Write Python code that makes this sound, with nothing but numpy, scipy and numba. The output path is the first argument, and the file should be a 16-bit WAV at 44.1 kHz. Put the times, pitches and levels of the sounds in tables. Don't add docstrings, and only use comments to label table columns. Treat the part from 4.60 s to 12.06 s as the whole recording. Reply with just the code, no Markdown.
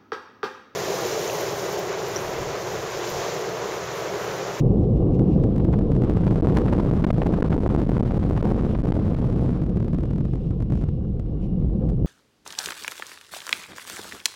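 import sys
import numpy as np
from scipy import signal
from scipy.fft import rfft, irfft, next_fast_len
from scipy.io import wavfile
from scipy.ndimage import uniform_filter1d
from numba import njit

SR = 44100
rng = np.random.default_rng(int(sys.argv[2]) if len(sys.argv) > 2 else 0)


def dump(signal):
    limited = np.clip(np.atleast_2d(signal).T, -1, 1)
    pcm = np.round(limited * 32767).astype(np.int16)
    wavfile.write(sys.argv[1], SR, pcm)


N = 328986
T_S = np.arange(N) / SR

# t/s, level/dB
DEEP_LEVEL = [(0, -12.5), (0.6, -6.5), (1.199, -5.5), (1.45, -5), (1.8, -1), (2.1, -1), (2.602, 0.5),
              (3.4, 3), (3.9, 2.5), (4.3, 1.5), (4.8, 0), (5.101, -4), (5.6, -6), (5.9, -6), (6.25, -7),
              (6.45, -6), (6.9, -5.5), (7.46, 0)]
# f/Hz, level/dB (per Hz)
DEEP_COLOUR = [(8, -31.5), (14, -11.5), (22, -2.5), (32, 0.5), (45, -1.5), (64, -4), (85, -16), (120, -25)]
BODY_COLOUR = [(50, -28.5), (75, -3), (95, -1.5), (118, 4), (140, 1.5), (165, -0.5), (200, -1), (245, -11),
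               (300, -45)]
UPPER_COLOUR = [(200, -35.5), (260, 1), (315, 3.5), (400, -3.5), (520, -5), (580, -18), (780, -20),
                (850, -29.5), (1100, -32.5), (1500, -55.5), (2200, -69.5)]
# t/s, level/dB
CRACKLE_LEVEL = [(0, -64.5), (1.2, -53), (1.8, -42), (2.6, -40), (3.9, -39), (4.6, -42), (5.15, -49.5),
                 (5.701, -53.5), (6.399, -61), (7.46, -62)]
# f/Hz, level/dB (per Hz)
CRACKLE_COLOUR = [(400, -22), (700, -4.5), (1100, 1), (2000, -16), (4000, -25.5), (8000, -40),
                  (16000, -72.5)]
HISS_COLOUR = [(900, -35), (1500, -22.5), (2160, -13.5), (2800, -13), (3700, -13.5), (4600, -19.5),
               (5400, -20), (6300, -29), (12000, -33), (16000, -53)]
# f/Hz, offset/Hz at which they are 30 dB down, relative level/dB
WHINE_BANDS = [(2830, 220, 2), (5460, 450, -11)]
# t/s, time/s from the peak to 35 dB below it, level/dB
RUSTLES = [(0.004, 0.0098, -48), (0.096, 0.14, -67.5), (.24, 0.054, -64), (.37, 0.052, -65),
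           (0.551, 0.029, -55), (0.727, 0.11, -58), (5.73, 0.19, -59.5), (5.86, 0.093, -62),
           (6.183, 0.11, -55.5), (6.841, 0.061, -57.5), (7.265, 0.069, -65.5)]
# f/Hz, level/dB (per Hz)
RUSTLE_COLOUR = [(1500, -19.5), (2500, -7.5), (2820, -3), (3100, -9.5), (5000, -16.5), (5500, -12.5),
                 (5900, -18), (12000, -28.5)]
# start t/s, time at the rail/ms, steepness/(rails per ms) before edge scaling
SURGES = [(0.5943, 1.3, -0.55), (0.8377, 2.9, -0.75), (0.962, 3.6, -0.45), (0.9815, 0.9, 0.45),
          (1.0481, 3.0, -0.7), (1.1287, 2.7, -0.7), (1.1899, 1.6, 0.65), (1.3188, 3.9, 0.9),
          (1.3521, 1.7, 0.5), (1.3645, 1.0, -0.8), (1.4202, 1.4, -1.2), (1.4362, 1.4, -1.05),
          (1.4476, 3.3, 0.8), (1.4979, 7.0, 1.7), (1.5133, 7.4, -0.8), (1.538, 8.6, 0.5),
          (1.569, 2.4, -1.7), (1.6503, 5.9, 0.5), (1.6658, 2.9, -1.95), (1.7069, 3.6, -1.6),
          (1.7487, 8.0, -0.85), (1.7589, 2.8, 1.45), (1.7894, 7.6, 0.65), (1.8093, 13.7, -0.9),
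          (1.861, 10.1, -2.6), (1.9529, 4.7, 1.05), (1.9608, 2.7, -2.4), (1.9654, 2.8, -1.55),
          (1.9861, 6.6, 2.5), (2.1003, 4.7, 0.85), (2.1227, 3.5, -1.85), (2.1703, 7.5, 0.95),
          (2.2348, 6.9, 0.85), (2.2528, 7.9, -1.3), (2.3007, 11.4, -2.0), (2.3177, 6.7, 0.75),
          (2.3769, 5.4, 0.85), (2.4118, 7.9, 0.6), (2.4302, 9.0, -1.25), (2.4498, 15.8, 1.65),
          (2.4926, 3.5, -1.15), (2.4971, 4.8, -0.3), (2.5131, 13.8, 0.3), (2.5327, 6.5, -0.45),
          (2.6257, 5.7, -1.2), (2.6344, 11.0, 1.45), (2.6512, 6.1, -0.7), (2.6702, 6.9, 2.3),
          (2.7141, 6.2, -0.6), (2.7361, 1.6, -1.6), (2.7912, 7.6, 0.5), (2.81, 12.9, -1.6),
          (2.8282, 11.8, 2.3), (2.8862, 10.6, 0.3), (2.9104, 8.3, -1.6), (2.9543, 7.3, 0.55),
          (2.9678, 11.1, -1.5), (2.9918, 9.8, 0.3), (3.0083, 6.1, -0.7), (3.0266, 7.4, -1.65),
          (3.0662, 3.3, 0.85), (3.078, 12.5, -1.45), (3.0921, 6.0, 1.05), (3.154, 7.7, -1.2),
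          (3.163, 12.1, 2.0), (3.2091, 4.1, -0.3), (3.2182, 6.6, 1.85), (3.2376, 7.6, 0.8),
          (3.2547, 10.3, -0.6), (3.2729, 8.8, 0.65), (3.2979, 9.5, 1.35), (3.3091, 8.6, -1.8),
          (3.3238, 5.7, 0.65), (3.3718, 5.9, -0.5), (3.381, 12.0, 1.6), (3.4114, 14.2, -0.9),
          (3.4389, 8.1, 0.4), (3.5136, 5.2, -1.05), (3.521, 8.5, 1.35), (3.542, 2.8, -1.35),
          (3.5807, 9.9, 0.7), (3.6162, 5.6, -0.7), (3.6398, 8.1, 1.2), (3.6831, 6.6, -0.4),
          (3.6916, 4.9, 0.8), (3.699, 7.9, 1.25), (3.7142, 7.5, -0.8), (3.733, 7.0, 1.1),
          (3.7434, 7.7, -0.65), (3.7701, 2.0, -0.3), (3.8127, 13.6, -2.2), (3.8288, 8.7, 1.9),
          (3.9245, 6.9, 0.4), (3.9365, 8.8, -1.35), (3.9711, 6.3, -1.25), (4.0072, 2.9, -0.65),
          (4.0113, 9.2, 1.35), (4.0267, 8.0, -1.2), (4.0436, 5.5, -1.65), (4.167, 7.3, 0.3),
          (4.1781, 9.7, -1.1), (4.2055, 8.5, 0.6), (4.2196, 11.6, -0.5), (4.2529, 3.3, -2.0),
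          (4.2587, 9.1, 0.5), (4.294, 5.7, 0.3), (4.309, 11.2, -1.05), (4.3244, 12.6, 1.1),
          (4.3814, 5.9, -0.3), (4.4689, 4.4, 0.85), (4.4753, 5.4, -1.15), (4.5254, 8.1, -0.85),
          (4.5517, 8.6, 0.3), (4.5942, 4.3, 0.65), (4.6046, 8.5, -0.6), (4.6744, 4.4, 0.55),
          (4.7024, 3.0, 0.8), (4.7138, 5.7, -0.6), (4.7286, 4.8, 0.75), (4.7883, 6.4, -1.2),
          (4.8603, 2.5, -0.9), (4.8913, 2.0, -1.25), (4.9055, 2.9, 0.7), (4.9101, 4.3, 0.3),
          (4.9211, 7.1, -0.65), (5.0178, 3.0, -0.9), (5.0369, 2.5, -0.5), (5.0646, 4.5, 0.5),
          (5.1699, 2.5, -0.95), (5.2015, 3.0, -0.9), (5.2268, 1.8, -0.7), (5.2464, 2.8, 0.5),
          (5.2821, 2.3, 0.8), (5.3321, 1.7, -0.9), (5.3467, 2.8, 0.8), (5.3854, 1.5, -0.85),
          (5.4081, 2.8, -0.3), (5.4339, 3.3, -0.9), (5.4559, 1.6, 0.4), (5.5076, 3.4, -0.7),
          (5.5334, 1.9, -0.5), (5.5602, 2.0, -0.4), (5.582, 2.9, -0.6), (5.6073, 3.2, -0.55),
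          (5.653, 1.5, -0.6), (5.7351, 2.3, -0.6), (5.7564, 0.8, 0.35), (5.9087, 2.5, -0.3),
          (6.0041, 2.7, -0.45), (6.0242, 4.2, 0.45), (6.1024, 2.6, -0.45), (6.1226, 3.5, 0.9),
          (6.1356, 1.5, -0.35), (6.1545, 1.1, 0.35), (6.1752, 2.6, -0.3), (6.2136, 2.7, -0.3),
          (6.2233, 7.1, 0.35), (6.2393, 1.3, -0.5), (6.2883, 2.1, 0.35), (6.5972, 1.3, 0.25)]
# t/s, level/dB
CRACKS = [(0.999, -29.5), (1.137, -23.5), (1.498, -11.5), (1.635, -28), (1.677, -22.5), (1.968, -6),
          (2.082, -18), (2.128, -14), (2.198, -19), (2.439, -9), (2.446, -12), (2.502, -9.5), (2.619, -14),
          (2.665, -17.5), (2.736, -14), (2.821, -6.5), (2.926, -15.5), (3.098, -19), (3.215, -22),
          (3.369, -14), (3.51, -16.5), (3.627, -20.5), (3.691, -20.5), (3.775, -16.5), (3.87, -23),
          (4.15, -20), (4.321, -2.5), (4.545, -20.5), (6.019, -40.5), (6.124, -34.5), (6.228, -36)]
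# f/Hz, level/dB (per Hz)
CRACK_COLOUR = [(200, -4), (450, 2), (900, -3), (2000, -17), (3500, -27), (9000, -58)]

BODY_DB, BODY_SHARE, BODY_FADE_DB_S = -5, 0.67, 1
UPPER_DB, UPPER_SHARE, UPPER_FADE_DB_S = -13, 0.87, 1.69
DEEP_MOST, CALM_MOST, FULL_MOST = 0.85, 0.95, 1.3
STEEPEN_MS = 0.34
HISS_DB, WHINE_DB = -52, -68
RISING, FALLING, SWING, BLEND_MS = 1.29, 0.64, 1.9, 3.5
CRACK_RISE_S, CRACK_FALL_S = 0.003, 0.014
RAIL_SAG, OVERSHOOT = 0.037, 2.2
HOLD_DB, START_DB, FIRMNESS, RISE_S, FALL_S = -10.8, -11.5, 0.95, 0.5, 0.8
BASS_CUT_HZ, SOFT_HZ, TOP_HZ = 200, 11000, 16300


def undb(db):
    return 10 ** (np.asarray(db) / 20)


def noise(colour):
    hz, db = np.transpose(colour)
    size = next_fast_len(N)
    bins = np.arange(1, size // 2 + 2) * SR / size
    weight = undb(np.interp(np.log(bins), np.log(hz), db, -99, -99))
    shaped = irfft(rfft(rng.standard_normal(size)) * weight, size)[:N]
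    return shaped / np.std(shaped)


def walk(rate_hz):
    hold = int(SR / rate_hz)
    steps = np.repeat(rng.standard_normal(N)[:N // hold + 1], hold)
    smooth = uniform_filter1d(uniform_filter1d(steps, hold), hold)[:N]
    return smooth / np.std(smooth)


def puffs(times, lengths, levels_db, rise=None):
    total = np.zeros(N)
    for start, length, db in np.broadcast(times, lengths, levels_db):
        width = np.where(T_S < start, rise or length, length)
        total += undb(db) * np.exp(-4 * ((T_S - start) / width) ** 2)
    return total


def swell_db():
    return np.interp(T_S, *np.transpose(DEEP_LEVEL))


def fullness():
    return np.interp(swell_db(), [-6, -1], [0, 1])


def rounded(x, most):
    return x / (1 + (x / most) ** 4) ** 0.25


def deep_roar():
    return rounded(undb(swell_db()) * noise(DEEP_COLOUR), DEEP_MOST)


def body_roar(waver):
    level_db = BODY_DB + BODY_SHARE * swell_db() - BODY_FADE_DB_S * T_S
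    return undb(level_db + waver) * noise(BODY_COLOUR)


def upper_roar(waver):
    level_db = UPPER_DB + UPPER_SHARE * swell_db() - UPPER_FADE_DB_S * T_S
    waver_db = (1.2 + 2.1 * fullness()) * waver
    return undb(level_db + waver_db) * noise(UPPER_COLOUR)


def steepen(pressure):
    advance_s = STEEPEN_MS / 1000 * fullness() * pressure
    return np.interp(T_S + advance_s, T_S, pressure)


def rumble(body_waver, upper_waver):
    most = CALM_MOST + fullness() * (FULL_MOST - CALM_MOST)
    return steepen(rounded(deep_roar() + body_roar(body_waver) + upper_roar(upper_waver), most))


def crackle_db():
    return np.interp(T_S, *np.transpose(CRACKLE_LEVEL))


def crackle(waver):
    return undb(crackle_db() + 3.9 * waver) * noise(CRACKLE_COLOUR)


def stir_db():
    level_db = crackle_db()
    return 0.65 * (level_db - level_db.max())


def hiss(flicker):
    return undb(HISS_DB + stir_db() + 1.2 * flicker) * noise(HISS_COLOUR)


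def whine(flicker):
    bands = np.zeros(N)
    for hz, width, db in WHINE_BANDS:
        bands += undb(db) * noise([(hz - width, -30), (hz, 0), (hz + width, -30)])
    return undb(WHINE_DB + 0.45 * stir_db() + 3 * flicker) * bands


def rustles():
    return puffs(*np.transpose(RUSTLES)) * noise(RUSTLE_COLOUR)


def surge(pressure):
    out = pressure.copy()
    margin = SR // 100
    for start, hold_ms, steep in SURGES:
        at = int(start * SR) + np.arange(-margin, int(hold_ms * SR / 1000) + margin)
        ms = (at / SR - start) * 1000
        away_ms = np.maximum(np.maximum(-ms, ms - hold_ms), 0)
        slope = np.where(steep * ms < 0, RISING * abs(steep), FALLING * np.sqrt(abs(steep)))
        ramp = 1 + 1e-3 - SWING * np.tanh(slope * away_ms / SWING)
        share = np.cos(np.pi / 2 * np.minimum(away_ms / BLEND_MS, 1)) ** 2
        out[at] += share * (np.sign(steep) * ramp - out[at])
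    return out


def cracks():
    times, levels_db = np.transpose(CRACKS)
    return puffs(times, CRACK_FALL_S, levels_db, CRACK_RISE_S) * noise(CRACK_COLOUR)


@njit
def latch(x, sag, overshoot):
    y, stuck = x.copy(), False
    for i in range(1, len(x)):
        was_stuck = stuck
        threshold = 1 - sag if was_stuck else 1.0
        stuck = abs(x[i]) > threshold
        if stuck:
            y[i] = (1 - sag) * np.sign(x[i])
            if not was_stuck:
                y[i] += overshoot * sag * np.tanh((x[i] - x[i - 1]) / sag)
    return y


@njit
def follow(power, start, rise, fall):
    y, level = np.empty(len(power)), start
    for i in range(len(power)):
        level += (power[i] - level) * (rise if power[i] > level else fall)
        y[i] = level
    return y


def gain_control(x):
    mean_power = uniform_filter1d(x ** 2, size=SR // 4)
    power = follow(mean_power, undb(2 * START_DB), 1 / (RISE_S * SR), 1 / (FALL_S * SR))
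    return x * undb(HOLD_DB) * power ** (-FIRMNESS / 2)


def band_limit(x):
    x = signal.lfilter([1, -1], [1, -np.exp(-2 * np.pi * BASS_CUT_HZ / SR)], x - x[0])
    x = signal.lfilter(*signal.butter(1, SOFT_HZ, fs=SR), x)
    return signal.sosfilt(signal.ellip(8, 0.2, 60, TOP_HZ, fs=SR, output="sos"), x)


def scene():
    body_waver, upper_waver, crackle_waver = walk(9), walk(35), walk(110)
    exhaust = rumble(body_waver, upper_waver)
    shocks = cracks()
    exhaust = exhaust + crackle(crackle_waver) + shocks
    hiss_flicker, whine_flicker = walk(20), walk(12)
    night = hiss(hiss_flicker) + whine(whine_flicker) + rustles()
    return surge(exhaust + night)[None]


def record(dry):
    return band_limit(gain_control(latch(dry[0], RAIL_SAG, OVERSHOOT)))[None]


dry = scene()
out = record(dry)
dump(out)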